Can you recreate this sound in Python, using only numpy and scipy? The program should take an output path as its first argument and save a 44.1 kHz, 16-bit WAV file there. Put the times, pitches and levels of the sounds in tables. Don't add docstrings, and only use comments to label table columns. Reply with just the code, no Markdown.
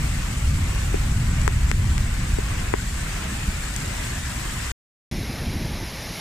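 import sys
import numpy as np
from scipy import signal
from scipy.fft import rfft, irfft
from scipy.io import wavfile
from scipy.ndimage import uniform_filter1d, minimum_filter1d

SR = 44100
rng = np.random.default_rng(int(sys.argv[2]) if len(sys.argv) > 2 else 0)


def persist_wave(psi):
    counts = np.round(np.clip(psi, -1, 1) * 32767).astype(np.int16)
    wavfile.write(sys.argv[1], SR, np.atleast_2d(counts).T)


N = 273720
TIME = np.arange(N) / SR
BIN_HZ = np.maximum(np.arange(N // 2 + 1) * SR / N, 1)
RUMBLE_SPLIT_HZ = 162


def from_db(db):
    return 10 ** (np.asarray(db) / 20)


def unit_rms(x):
    return x / np.sqrt(np.mean(x ** 2) + 1e-20)


def in_time(rows):
    seconds, *columns = np.transpose(rows)
    return [np.interp(TIME, seconds, column) for column in columns]


def in_frequency(rows):
    hz, *columns = np.transpose(rows)
    return [np.interp(np.log(BIN_HZ), np.log(hz), column) for column in columns]


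def coloured(x, colour):
    return irfft(rfft(x) * from_db(in_frequency(colour)[0]), N)


def drift(rate_hz):
    return unit_rms(irfft(rfft(rng.standard_normal(N)) / (1 + (BIN_HZ / rate_hz) ** 2), N))


def click_at(start_s):
    return 1. * (np.arange(N) == round(start_s * SR))


def ring(clicks, hz, t60_s):
    decay, step = from_db(-60 / (t60_s * SR)), 2 * np.pi * hz / SR
    return signal.lfilter([0, np.sin(step)], [1, -2 * decay * np.cos(step), decay ** 2], clicks + 1e-18)


def seething_noise(patchy_db):
    cells = signal.stft(rng.standard_normal(N), nperseg=1024)[2]
    swell = uniform_filter1d(rng.standard_normal(cells.shape), size=3, axis=0)
    swell = unit_rms(uniform_filter1d(swell, size=3, axis=1))
    return signal.istft(cells * from_db(patchy_db * swell), nperseg=1024)[1][:N]


def wind(gusts, colour, lumps_db, upper_share):
    eddies = coloured(rng.standard_normal(N), colour)
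    eddies /= np.sqrt(uniform_filter1d(eddies ** 2, size=SR // 12) + 1e-12)
    eddies = unit_rms(eddies * from_db(lumps_db * drift(22)))
    deep = irfft(rfft(eddies) / (1 + (BIN_HZ / RUMBLE_SPLIT_HZ) ** 4), N)
    gust_db, usual_db = in_time(gusts)[0], np.mean(np.array(gusts)[:, 1])
    upper_db = usual_db + upper_share * (gust_db - usual_db)
    return deep * from_db(gust_db) + (eddies - deep) * from_db(upper_db)


def puffs():
    # centre in seconds, peak pressure in full scale (negative sucks), width in seconds.
    buffets = [(1.958, .16, .0045), (1.969, -.26, .0045), (2.0114, -.32, .0045), (2.3395, -.22, .004),
               (3.4885, .25, .0042)]
    out = np.zeros(N)
    for centre_s, pressure, width_s in buffets:
        offset = (TIME - centre_s) / width_s
        out += pressure * (1 - offset ** 2) * np.exp(-.5 * offset ** 2)
    return out


def road_wind(apart_db, lag_s):
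    # time in seconds, rumble level in dB.
    gusts = [(0.05, -21.5), (.36, -26.5), (.47, -18), (.7, -22.5), (1.35, -19), (1.9, -18.5), (2.09, -22.5),
             (3.25, -28.5), (4.7, -30)]
    # frequency in Hz, relative level in dB.
    colour = [(8.8, -36.5), (15, -8.5), (40, 0.5), (61, -0.5), (137, -9), (231, -18.5), (265, -22.5),
              (400, -39.5), (520, -75), (880, -120)]
    shared, apart = [wind(gusts, colour, lumps_db=0.5, upper_share=0.35) for _ in range(2)]
    shared = shared + puffs()
    low_cut = signal.butter(1, RUMBLE_SPLIT_HZ, "high", fs=SR, output="sos")
    apart = from_db(apart_db) * signal.sosfilt(low_cut, apart)
    return np.array([shared + apart, np.interp(TIME - lag_s, TIME, shared) - apart])


def cliff_wind():
    # time in seconds, rumble level in dB.
    gusts = [(5.14, -29), (5.36, -29.5), (5.48, -25), (5.6, -29), (5.8, -30), (6.02, -35), (6.2, -36)]
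    # frequency in Hz, relative level in dB.
    colour = [(8.8, -34), (15, -6), (32, 3.5), (100, 2), (197, -4.5), (233, -3.5), (445, -19), (550, -25),
              (720, -42), (1210, -120)]
    return wind(gusts, colour, lumps_db=2.5, upper_share=1.0)


def tyres(side_db):
    # time in seconds, swish level in dB.
    traffic = [(0, -58), (2.6, -42), (3.35, -45.5), (3.9, -43), (4.33, -38.5), (4.5, -42.5), (4.7, -38.5)]
    # frequency in Hz, relative level in dB.
    swish = [(300, -31), (700, -3.5), (1200, -2.5), (1600, 5.5), (1950, 4.5), (2200, -7.5), (2700, -4),
             (4000, -19), (9000, -48)]
    mid, side = [seething_noise(patchy_db=3.5) for _ in range(2)]
    ports = mid + from_db(side_db) * np.array([side, -side])
    return from_db(in_time(traffic)[0]) * unit_rms(coloured(ports, swish))


def microphone_case(knock, lifts_db):
    # resonance in Hz, width in Hz.
    resonances = [(405, 65), (980, 170), (2050, 450)]
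    # centre in Hz, width in Hz, gain in dB.
    hollows = [(660, 240, -4), (3800, 1700, -7)]
    peaks = [(hz, width_hz, db) for (hz, width_hz), db in zip(resonances, lifts_db)]
    for hz, width_hz, db in peaks + hollows:
        band = signal.lfilter(*signal.iirpeak(hz, hz / width_hz, fs=SR), knock + 1e-18)
        knock = knock + (from_db(db) - 1) * band
    return signal.sosfilt(signal.butter(2, (250, 7500), "band", fs=SR, output="sos"), knock)


def drops_on_case(far_lag_s, far_cut_hz, far_db):
    # start in seconds, strength in dB, contact pitch in Hz (low for a soft blow), cycles of
    # the knock, port ring in dB, then lifts in dB of the case's low, middle and high resonance.
    drops = [(0.9426, -3.5, 335, 1.75, -30, 13.5, 0, 11), (1.4159, -15, 4000, 1.5, -15, 8, 4, 7),
             (1.4784, 6, 1460, 3.3, -4, 12.5, 4.5, 2), (1.7150, 10, 1500, .9, -7, 5, 0, 8),
             (1.9803, -1.5, 3000, 1.2, -14, 5, 0, 8), (2.3862, -3.5, 370, 1.7, -30, 10.5, 4, 4),
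             (2.7388, 7, 350, 1.3, -21, 8, 8.5, 17.5), (3.7636, -9, 6500, 2.5, -5, 8, 4, 6)]
    near = np.zeros(N)
    for start_s, db, hz, cycles, port_db, *lifts_db in drops:
        click = click_at(start_s)
        knock = microphone_case(ring(click, hz, cycles / hz), lifts_db)
        port_air = ring(click, hz=7480, t60_s=0.0017)
        near += from_db(db) * knock - from_db(port_db) * port_air
    dull = signal.sosfilt(signal.butter(1, far_cut_hz, fs=SR, output="sos"), near)
    far = from_db(far_db) * np.interp(TIME - far_lag_s, TIME, dull)
    return np.array([near, far])


def splashes(per_s, spread_db, cycles):
    pitches_hz = np.geomspace(600, 13000, 16)
    hits = rng.random(N) < per_s / SR
    pitch_index = rng.integers(0, len(pitches_hz), N)
    size_db = spread_db * np.minimum(rng.exponential(1, N), 4)
    clicks = hits * from_db(size_db) * rng.choice([-1, 1], N)
    rings = (hz * ring(clicks * (pitch_index == k), hz, cycles / hz) for k, hz in enumerate(pitches_hz))
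    return unit_rms(sum(rings))


def water_spectrum(near_db, per_s, cycles, patchy_db):
    far = unit_rms(seething_noise(patchy_db))
    near = splashes(per_s, spread_db=3.0, cycles=cycles)
    return rfft(far + from_db(near_db) * near)


def surge(spectrum, roar_db, hiss_db, churn_db, flutter_db):
    low_share = 1 / (1 + (BIN_HZ / 3000) ** 8)
    roar = unit_rms(irfft(spectrum * low_share, N))
    hiss = unit_rms(irfft(spectrum * (1 - low_share), N))
    return (roar * from_db(roar_db + churn_db * drift(3.3))
            + hiss * from_db(hiss_db + flutter_db * drift(24)))


def plops():
    # start in seconds, level in dB, pitch in Hz.
    plunges = [(5.187, -25.5, 312), (5.828, -24, 320)]
    return sum(from_db(db) * ring(click_at(start_s), hz, t60_s=0.061) for start_s, db, hz in plunges)


def waterfall():
    # time in seconds, roar in dB, spray in dB.
    flow = [(5.12, -39.5, -40.5), (5.85, -39, -41), (6.2, -37, -37.7)]
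    # frequency in Hz, relative level in dB.
    colour = [(100, -13), (450, -5.5), (620, -2.5), (900, -5.5), (1300, -10), (1750, -7), (2220, -3.5),
              (2550, -8), (3250, -10), (4000, -7), (4500, -9.5), (5400, -6.5), (7000, -15.5), (8000, -28.5),
              (9300, -17.5), (10900, -12), (13200, -21.5), (14200, -42)]
    spectrum = water_spectrum(near_db=-9.5, per_s=3300, cycles=4.0, patchy_db=2.0)
    spectrum *= from_db(in_frequency(colour)[0])
    return surge(spectrum, *in_time(flow), churn_db=0.6, flutter_db=0.0)


def river_and_rain():
    # time in seconds, river roar in dB, rain hiss in dB.
    flood = [(0, -35, -36.5), (1.3, -36.5, -38.5), (2.15, -37.5, -38.5), (3.05, -36, -37),
             (4.7, -35.5, -35.5)]
    # frequency in Hz, relative level in dB, left minus right in dB.
    wash = [(100, -12, 10.5), (300, 0.5, -2), (447, -4.5, 0.5), (696, -4.5, -3.5), (1000, -3.5, 0),
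            (1640, -3, -3), (2200, -1, 1.5), (3200, -5.5, 1.5), (4430, -7.5, 1.5), (6540, -7, 5),
            (7770, -2.5, 12), (9000, -10, 1), (10880, -16.5, 0), (15000, -20.5, 0)]
    # frequency in Hz, coherence from 0 to 1, left's lead in radians.
    likeness = [(250, .8, 0), (450, .25, -1.3), (800, .1, -2.8), (1050, .45, 0), (1550, .5, 0),
                (1900, .2, 1.4), (2400, .3, 3), (3500, .1, .6), (6000, .15, 0), (7700, .42, 0),
                (8700, .4, 0), (9200, .9, 0), (13000, .42, 0)]
    colour_db, balance_db = in_frequency(wash)
    alike, lead = in_frequency(likeness)
    left, other = [water_spectrum(near_db=-9, per_s=2500, cycles=8.7, patchy_db=3.0) for _ in range(2)]
    right = alike * np.exp(-1j * lead) * left + np.sqrt(1 - alike ** 2) * other
    pan = from_db(np.array([balance_db, -balance_db]) / 2)
    pan /= np.sqrt(np.mean(pan ** 2, axis=0))
    ports = np.array([left, right]) * from_db(colour_db) * pan
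    return surge(ports, *in_time(flood), churn_db=1.02, flutter_db=0.6)


def scene():
    road_end_s, cliff_start_s = 4.718, 5.113
    road = river_and_rain() + tyres(side_db=-6.5) + road_wind(apart_db=-16.5, lag_s=0.00007)
    road += drops_on_case(far_lag_s=0.00052, far_cut_hz=230, far_db=1)
    cliff = waterfall() + plops() + cliff_wind()
    return road * (TIME < road_end_s) + cliff * (TIME > cliff_start_s)


def record(dry):
    ceiling_db, release_db_per_s, cutoff_hz = -0.9, 30, 15200
    peak_db = 20 * np.log10(np.abs(dry).max(axis=0) + 1e-9)
    over_db = np.maximum(peak_db - ceiling_db, 0)
    held_db = np.maximum.accumulate(over_db + release_db_per_s * TIME) - release_db_per_s * TIME
    gain_db = uniform_filter1d(minimum_filter1d(-held_db, size=SR // 1000), size=SR // 1000)
    top_cut = signal.ellip(10, .1, 80, cutoff_hz, fs=SR, output="sos")
    return signal.sosfilt(top_cut, dry * from_db(gain_db))


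dry = scene()
out = record(dry)
persist_wave(out)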